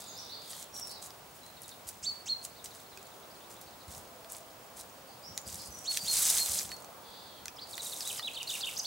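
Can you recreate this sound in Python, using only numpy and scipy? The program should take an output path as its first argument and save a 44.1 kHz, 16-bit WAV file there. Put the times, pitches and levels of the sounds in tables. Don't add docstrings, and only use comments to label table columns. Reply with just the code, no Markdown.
import sys
import numpy as np
from scipy import signal
from scipy.fft import rfft, irfft, next_fast_len
from scipy.io import wavfile
from scipy.ndimage import uniform_filter1d

SR = 44100
rng = np.random.default_rng(int(sys.argv[2]) if len(sys.argv) > 2 else 0)


def master(y):
    cut = np.clip(np.atleast_2d(y).T, -1, 1)
    pcm = np.round(cut * 32767)
    wavfile.write(sys.argv[1], SR, pcm.astype(np.int16))


N = 390718
T = np.arange(N) / SR


def undb(db):
    return 10 ** (np.asarray(db) / 20)


def unit(x):
    return x / np.sqrt(np.mean(x ** 2) + 1e-20)


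def seconds(length):
    return np.arange(int(length * SR)) / SR


def add(track, start, sound):
    i = int(round(start * SR))
    sound, i = sound[max(-i, 0):], max(i, 0)
    track[i:i + len(sound)] += sound[:max(N - i, 0)]


def colour(x, points):
    hz, db = np.transpose(points)
    size = next_fast_len(len(x), real=True)
    bins = np.maximum(np.arange(size // 2 + 1) * SR / size, 1)
    gain = undb(np.interp(np.log(bins), np.log(hz), db))
    return irfft(rfft(x, size) * gain, size)[:len(x)]


def band(x, low_hz, high_hz):
    edges = [low_hz, min(high_hz, SR / 2 - 1)]
    return signal.sosfilt(signal.butter(2, edges, "band", fs=SR, output="sos"), x)


def walk(rate):
    return np.interp(T * rate, np.arange(1024), rng.standard_normal(1024))


def place(x, pan_db, wet_db, t60, gap, density, width):
    t = seconds(.6)
    echoes = rng.standard_normal((2, len(t))) * (rng.random((2, len(t))) < density / SR)
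    echoes *= undb(-60 * t / t60) * (t > gap)
    mid, side = (unit(e) / np.sqrt(len(t)) for e in echoes)
    side = width * colour(side, [(100, -3), (500, -2), (4000, 3.5), (8000, 4), (12000, -31)])
    response = (t == 0) + undb(wet_db) * np.array([mid + side, mid - side])
    pan = undb(np.array([[pan_db], [-pan_db]]) / 2)
    return pan * signal.oaconvolve(x[None], response, axes=1)[:, :N]


def traffic(db):
    # (frequency [Hz], gain [dB])
    tone = [(25, -13), (60, -6), (110, -3), (225, -4), (350, -5), (540, -1.5), (760, -0.5), (1170, -5),
            (1800, -12.5), (2850, -14.5), (4600, -15.5), (7000, -18), (15500, -19.5)]
    # (frequency [Hz], unshared against shared sound [dB])
    spread = [(40, -21), (150, -19.5), (300, -6), (650, -8.5), (1200, -2.5), (3000, -1), (7000, -3),
              (12000, -14.5)]
    # (time [s], relative level [dB])
    swells = [(0, -57.5), (1.1, -58.5), (1.5, -59), (4.5, -57.5), (5.95, -58), (6.27, -54), (7.3, -58.5),
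              (8.86, -56.5)]
    times, swell_db = np.transpose(swells)
    swell = undb(np.interp(T, times, swell_db - np.median(swell_db)) + 0.99 * walk(6))
    mid, side = (unit(colour(rng.standard_normal(N), tone)) for _ in range(2))
    hum = undb(db) * (mid + np.array([[1], [-1]]) * colour(side, spread))
    road = np.array([colour(c, [(150, -30), (450, 0), (1200, 0), (3000, -30)]) for c in hum])
    return hum + road * (swell * undb([[-.7], [.7]]) - 1)


def whine(hz, db):
    return undb(db) * np.sin(2 * np.pi * hz * T)


def wheezes(trill_hz, depth, unevenness):
    # (start [s], length [s], first pitch [Hz], last pitch [Hz], level [dB])
    calls = [(-.1, 0.68, 4296, 4214, -52.5), (0.417, 0.26, 3970, 3690, -56), (7.022, .3, 3930, 4260, -54),
             (7.241, 0.21, 3980, 3720, -57)]
    out = np.zeros(N)
    swing = np.abs(np.sin(np.pi * np.cumsum(trill_hz * (1 + unevenness * walk(60))) / SR))
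    jitter = 0.0242 * unit(uniform_filter1d(rng.standard_normal(N), size=50))
    sweep = 1 + depth * (2 * swing ** 2.6 - 1) + jitter
    for start, length, first_hz, last_hz, db in calls:
        t = seconds(length)
        hz = np.interp(t, [0, length], [first_hz, last_hz]) * np.roll(sweep, -int(start * SR))[:len(t)]
        fade = np.sin(np.pi * t / length) ** .5
        add(out, start, undb(db) * fade * np.sin(2 * np.pi * np.cumsum(hz) / SR))
    return out


def stirring(rest_db, rake_db, rise_share, spring_s, settle_s, settle_db):
    # (start [s], length [s], level [dB])
    rustles = [(0, 0.012, -47.5), (0.039, 0.0079, -54.5), (0.116, 0.2, -67), (0.42, 0.086, -57),
               (0.468, 0.16, -49.5), (0.739, 0.067, -49), (0.844, 0.075, -55.5), (1.012, 0.054, -49.5),
               (1.35, 0.017, -57.5), (1.617, 0.019, -54.5), (1.676, 0.022, -55), (1.869, 0.025, -45),
               (2.425, 0.03, -47.5), (2.639, 0.021, -46), (2.724, 0.099, -62), (3.493, 0.033, -54),
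               (3.61, 0.013, -57), (3.875, 0.12, -53), (4.285, 0.085, -51), (4.762, 0.049, -49),
               (5.457, 0.095, -47), (5.549, 0.13, -51.5), (5.707, 0.18, -58.5), (5.89, 0.091, -38),
               (7.662, 0.19, -51), (7.814, 0.072, -44.5), (7.873, 0.203, -44.5), (8.054, 0.13, -42),
               (8.207, 0.39, -55.5), (8.468, 0.14, -43.5), (8.642, 0.12, -47), (8.775, 0.015, -42.5),
               (8.822, 0.035, -51)]
    # (time [s], relative level [dB])
    rake = [(6.01, -48.5), (6.14, -29.5), (6.308, -27), (6.318, -31), (6.386, -28), (6.43, -35),
            (6.59, -33), (6.658, -45.5), (6.83, -65.5)]
    times, levels = np.transpose(rake)
    raking = (T >= times[0]) * (T <= times[-1])
    effort = undb(rest_db) + undb(rake_db + np.interp(T, times, levels)) * raking
    t = seconds(.6)
    for start, length, db in rustles:
        rise = np.minimum(t / (rise_share * length), 1)
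        after = np.maximum(t - length, 0)
        release = np.maximum(np.exp(-after / spring_s), undb(settle_db) * np.exp(-after / settle_s))
        add(effort, start, undb(db) * rise * release)
    return effort


def leaves(effort, crack_density, spread_db, rub_db, scrap_s, clump_db):
    # (frequency [Hz], gain [dB])
    tone = [(200, -8.5), (380, -28), (750, -11), (1500, -10), (2500, -10.5), (3500, -5), (5000, -1),
            (8000, 3), (10500, -0.5), (13000, -4), (16000, -9)]
    cracks_per_s = crack_density * (effort / undb(-46.5) + 0.0072) ** .72 * undb(clump_db * walk(70))
    size = undb(spread_db * np.minimum(rng.exponential(size=N), 4)) * rng.choice([-1, 1], N)
    cracks = size * (rng.random(N) < cracks_per_s / SR)
    scrap = rng.integers(0, 16, N)
    crackle, t = np.zeros(N), seconds(.006)
    for k, hz in enumerate(np.linspace(2000, 15000, 16)):
        burst = rng.standard_normal(len(t)) * (np.exp(-t / scrap_s) + 0.27 * np.exp(-t / 0.0031))
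        ring = unit(band(burst, hz * 0.75, hz * 1.4)) + .5 * unit(burst)
        crackle += signal.oaconvolve(cracks * (scrap == k), ring)[:N]
    power = uniform_filter1d(crackle ** 2, int(0.03 * SR))
    crackle /= np.sqrt(power + 0.012 * np.mean(power))
    rub = undb(rub_db) * rng.standard_normal(N)
    return unit(colour(crackle + rub, tone)) * effort


def note(length, pitches_hz, rasp, depth=0.086, flutter_db=2.5):
    t = seconds(length)
    progress = t / length
    hz = np.polyval(np.polyfit([0, .5, 1], pitches_hz, 2), progress)
    shake = np.interp(t * 700, np.arange(128), rng.standard_normal(128))
    flutter = np.interp(t * 200, np.arange(64), rng.standard_normal(64))
    phase = 2 * np.pi * np.cumsum(hz * (1 + depth * rasp * shake)) / SR
    fade = np.sin(np.pi * progress) ** 0.44
    return np.sqrt(2) * undb(flutter_db * flutter) * fade * np.sin(phase)


def whistles(early_share=.72):
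    # (start [s], length [s], first pitch [Hz], last pitch [Hz], relative level [dB], rasp [0-1])
    thin_notes = [(0.063, 0.055, 7680, 6300, -47, 0.2), (0.159, 0.06, 4880, 5800, -42.5, .58),
                  (0.286, .09, 3590, 4750, -43.5, 0.4), (0.726, 0.065, 5630, 5670, -44, .12),
                  (0.806, 0.045, 5800, 5280, -38.5, 0.05), (.892, 0.05, 4280, 4740, -46, 0.92),
                  (0.944, 0.061, 4430, 3720, -50.5, .4), (1.415, 0.077, 3940, 4150, -54.5, 0.18),
                  (5.074, 0.067, 4450, 4710, -57.5, 0.6), (5.228, 0.067, 4670, 5770, -46.5, .17),
                  (5.346, .06, 7250, 6770, -51.5, 0.39), (5.447, 0.035, 5200, 4770, -47.5, 0.3),
                  (5.576, 0.053, 5620, 4800, -46, 1), (5.702, .12, 6210, 5700, -48, 0.13),
                  (5.965, 0.086, 4720, 4670, -42, 0.29)]
    out = np.zeros(N)
    for start, length, first_hz, last_hz, db, rasp in thin_notes:
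        middle_hz = first_hz + early_share * (last_hz - first_hz)
        add(out, start, undb(db) * note(length, [first_hz, middle_hz, last_hz], rasp))
    return out


def stalks(effort, most_per_s, busy_db, count=500):
    at, luck = rng.random((count, 2)).T
    loud, high, woody = rng.standard_normal((count, 3)).T
    busy = effort[(at * N).astype(int)] / undb(busy_db)
    db = -37.5 + 0.07 * 20 * np.log10(busy) + 1.5 * loud
    ring_hz = np.clip(8040 * np.exp(0.29 * high), 3000, 12000)
    rows = np.transpose([at * N / SR, db, ring_hz, -25 + 4 * woody])
    chance = np.minimum(busy, 1) ** 1.5 * most_per_s * N / SR / count
    return rows[luck < chance]


def snaps(small_stalks, ring_s, knock_hz, knock_s, knock_db, tick_db, splinter_db, splinter_s):
    # (time [s], relative level [dB], ring pitch [Hz], relative knock level [dB])
    big_snaps = [(.5324, -31, 4420, 0), (.627, -29.5, 7270, -26), (.872, -34, 10440, -29.5),
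                 (.9134, -31, 9500, -26), (1.6187, -32.5, 11400, -28), (1.6916, -34, 6640, -28),
                 (1.8886, -24, 9900, -20), (2.4504, -24, 7750, -39), (2.6577, -31.5, 7500, -6),
                 (2.7496, -37, 7200, -22.5), (2.9738, -32, 7540, -2), (3.0284, -38.5, 7300, -20),
                 (3.6137, -35, 11800, -25), (4.2462, -38.5, 3450, -22), (4.3214, -26.5, 11800, -34),
                 (4.769, -37, 9000, -18), (5.377, -18.5, 6660, -13.5), (5.4855, -30.5, 8000, -27),
                 (5.5276, -33, 8000, -26.5), (5.5436, -27.5, 8350, -31), (5.9725, -14.5, 6200, -15.5),
                 (6.3015, -8, 8900, -41), (6.5946, -21, 4420, -22), (6.7166, -27, 4380, -3),
                 (6.8458, -36, 6850, -29), (7.457, -25, 6540, -6.5), (7.4817, -25, 5960, -2.5),
                 (7.7798, -24, 3140, -25), (8.007, -23.5, 4850, -16), (8.1792, -29, 7800, 0),
                 (8.1945, -23.5, 4500, 5), (8.4304, -25, 6800, -26)]
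    out, t = np.zeros(N), seconds(.03)
    tick = unit(band(1. * (t == 0), 8600, 14300))
    for start, db, hz, wood_db in [*big_snaps, *small_stalks]:
        wood_hz = knock_hz * np.exp(0.243 * rng.standard_normal(3)) * [.78, 1, 1.3]
        ring = unit(np.sin(2 * np.pi * hz * t) * t * np.exp(-t / ring_s))
        wood = unit(sum(np.sin(2 * np.pi * f * t) for f in wood_hz) * t ** .5 * np.exp(-t / knock_s))
        spray = unit(band(rng.standard_normal(len(t)), hz * 0.52, hz * 1.27) * np.exp(-t / splinter_s))
        snap = ring + undb(tick_db) * tick + undb(splinter_db) * spray + undb(knock_db + wood_db) * wood
        strength = np.sqrt(np.sum(snap ** 2) / (.001 * SR))
        add(out, start, undb(db) * snap / strength)
    return out


def trill(syllable, start_s, db, count=1, period_s=0, swell_db=0):
    syllables = { "opening": [(0, 0.016, 5900, 5100, 4640, -5, .1), (.02, .026, 3090, 3610, 4800, -3, 1),
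                 (.046, .042, 4470, 4390, 4500, 0, .9)], "slur": [(0, 0.0218, 4700, 3850, 3600, 1.5, 0.45)],
                 "swoop": [(0, 0.034, 5970, 4720, 3850, -3.5, 0.56),
                 (.046, 0.0515, 3280, 3890, 3720, -1.5, .15), (.092, .022, 3800, 3180, 2300, 1, 0.35)],
                 "tumble": [(0, 0.0213, 3960, 4400, 4650, -5, 0.56), (.02, .025, 4140, 3460, 2740, 0, 0.3),
                 (.039, .017, 3200, 3650, 3750, -3, .3), (.063, .029, 2506, 2950, 2100, -3, 0.45)],
                 "flourish": [(0, .018, 4300, 5600, 6600, -3, 1),
                 (.023, 0.0216, 6450, 5450, 4930, 1.5, 0.76), (.08, .028, 3200, 4600, 5880, 0.5, 1)]}
    out = np.zeros(N)
    for k in range(count):
        for delay, length, *pitches_hz, note_db, rasp in syllables[syllable]:
            gain = undb(db + k * swell_db + note_db)
            add(out, start_s + k * period_s + delay, gain * note(length, pitches_hz, rasp))
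    return out


def thuds(decay_s, soil_hz, loose_db):
    # (time [s], level [dB])
    steps = [(1.851, -59.5), (2.02, -58), (3.874, -53), (3.968, -54.5), (5.286, -52.5), (5.449, -50),
             (5.53, -50.5), (5.68, -51), (6.03, -52.5), (6.49, -49), (6.53, -55), (6.585, -62),
             (6.64, -51.5), (7.41, -58)]
    out, t = np.zeros(N), seconds(.25)
    for start, db in steps:
        hz = soil_hz * np.exp(0.32 * rng.standard_normal())
        bump = np.sin(2 * np.pi * hz * t) * t / decay_s * np.exp(1 - t / decay_s)
        crumbs = unit(band(rng.standard_normal(len(t)), soil_hz * 0.56, soil_hz * 1.73))
        crumbs *= np.minimum(t / decay_s, 1) * np.exp(-t / 0.073)
        add(out, start, undb(db) * (bump + undb(loose_db) * crumbs))
    return out


def finch(beak_hz, beak_width_hz, rasp, flutter_db, waver, rise_s=.043, hold_s=.033):
    # (time [s], top pitch [Hz], level [dB], overtone boost [dB])
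    calls = [(2.025, 4510, -33, 4.5), (2.2553, 4310, -31.5, -0.5), (5.839, 4436, -33, 0),
             (6.042, 4340, -32, -0.5), (6.35, 4300, -33.5, -2), (6.668, 4440, -46, -12)]
    out, t = np.zeros(N), seconds(.13)
    rise, held = np.minimum(t / rise_s, 1), np.maximum(t - rise_s, 0)
    pitch_share = .44 + .56 * rise - 0.754 * held
    level_db = np.interp(rise, [0, .88, 1], [-31.5, -6, 0]) - 950 * np.maximum(held - hold_s, 0)
    overtone_db = 12.5 - 33 * rise ** 2.8
    fade_in = np.minimum(t / .005, 1)
    for start, top_hz, db, bright_db in calls:
        hz = top_hz * pitch_share * (1 + waver * walk(90.6)[:len(t)])
        bright = undb(overtone_db + bright_db)
        shake = unit(uniform_filter1d(rng.standard_normal(SR // 4), size=20))[:len(t)]
        jitter = rasp * np.minimum(bright + 0.05, 1.5) * shake
        phase = 2 * np.pi * np.cumsum(hz * (1 + jitter)) / SR
        overtones = sum(np.sin(k * phase) * np.exp(-((k * hz - beak_hz) / beak_width_hz) ** 2)
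                        for k in range(2, 7))
        voice = np.sin(phase) + bright * overtones
        add(out, start, np.sqrt(2) * fade_in * undb(db + level_db) * voice)
    return out * undb(flutter_db * walk(120))


def twitter(start_s, end_s, notes_per_s, pitch_hz, db):
    out = np.zeros(N)
    for k, (late, high, slope, loud) in enumerate(rng.standard_normal((40, 4))):
        at = start_s + (k + 0.32 * late) / notes_per_s
        pitches_hz = pitch_hz * np.exp(0.075 * high + 0.15 * np.sign(slope) * np.array([1, 0, -.7]))
        add(out, at, (at < end_s) * undb(db + 2 * loud) * note(0.0222, pitches_hz, rasp=0.39))
    return out


def drones():
    # (loudest moment [s], half length [s], pitch [Hz], level [dB])
    swells = [(3.05, 0.23, 390, -64), (3.56, 0.29, 340, -66), (4.1, 0.17, 520, -63), (5.27, 1, 530, -66.5),
              (4.44, 0.38, 660, -61.5)]
    out = np.zeros(N)
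    for at, half, hz, db in swells:
        drone = unit(band(rng.standard_normal(N), hz * .965, hz * 1.035))
        out += undb(db) * drone * np.exp(-((T - at) / half) ** 2)
    return out


def song():
    return (trill("opening", start_s=7.562, db=-45.5)
            + trill("slur", start_s=7.728, db=-44.5, count=4, period_s=.0635, swell_db=0.4)
            + trill("swoop", start_s=8.001, db=-42.0, count=2, period_s=.176, swell_db=2.5)
            + trill("tumble", start_s=8.336, db=-38.0, count=3, period_s=.1335, swell_db=1.15)
            + trill("flourish", start_s=8.765, db=-36.0))


def scene():
    air = traffic(db=-53) + drones() + whine(hz=15625, db=-61)
    feet = place(thuds(decay_s=0.008, soil_hz=116.3, loose_db=-3),
                 pan_db=0, wet_db=-5.5, t60=0.11, gap=.003, density=1000, width=1)
    caller = place(finch(beak_hz=6600, beak_width_hz=1770, rasp=0.054, flutter_db=0.3, waver=0.0081),
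                   pan_db=-2, wet_db=-8, t60=0.35, gap=0.0044, density=900, width=0.43)
    singer = place(song(), pan_db=-1.2, wet_db=-6, t60=0.43, gap=0.0029, density=1700, width=0.36)
    whistler = place(undb(-6) * whistles(),
                     pan_db=-2, wet_db=1.1, t60=0.44, gap=0.0013, density=2300, width=.55)
    far_calls = (wheezes(trill_hz=72.2, depth=.17, unevenness=0.13)
                 + trill("slur", start_s=1.563, db=-57.5, count=3, period_s=0.073, swell_db=1)
                 + twitter(start_s=2.4, end_s=3.9, notes_per_s=15, pitch_hz=4100, db=-62))
    far_birds = place(far_calls, pan_db=0.5, wet_db=-2.5, t60=0.3, gap=.004, density=2000, width=0.64)
    effort = stirring(rest_db=-67.5, rake_db=-0.08, rise_share=0.25,
                      spring_s=0.016, settle_s=0.044, settle_db=-9.5)
    rustle = leaves(effort, crack_density=950, spread_db=4.8, rub_db=-2, scrap_s=0.000078, clump_db=4)
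    small_stalks = stalks(effort, most_per_s=20, busy_db=-52)
    twigs = undb(-6) * snaps(small_stalks, ring_s=0.0002, knock_hz=2363, knock_s=0.0021, knock_db=2.5,
                             tick_db=-6, splinter_db=0.5, splinter_s=0.0017)
    hens = place(rustle + twigs, pan_db=-0.8, wet_db=-12, t60=0.084, gap=.0018, density=3500, width=.76)
    return hens + feet + caller + singer + whistler + far_birds + air


def record(dry, low_hz=38, top_hz=15950):
    thin = signal.sosfilt(signal.butter(2, low_hz, "high", fs=SR, output="sos"), dry)
    return signal.sosfilt(signal.ellip(10, .2, 70, top_hz, fs=SR, output="sos"), thin)


dry = scene()
out = record(dry)
master(out)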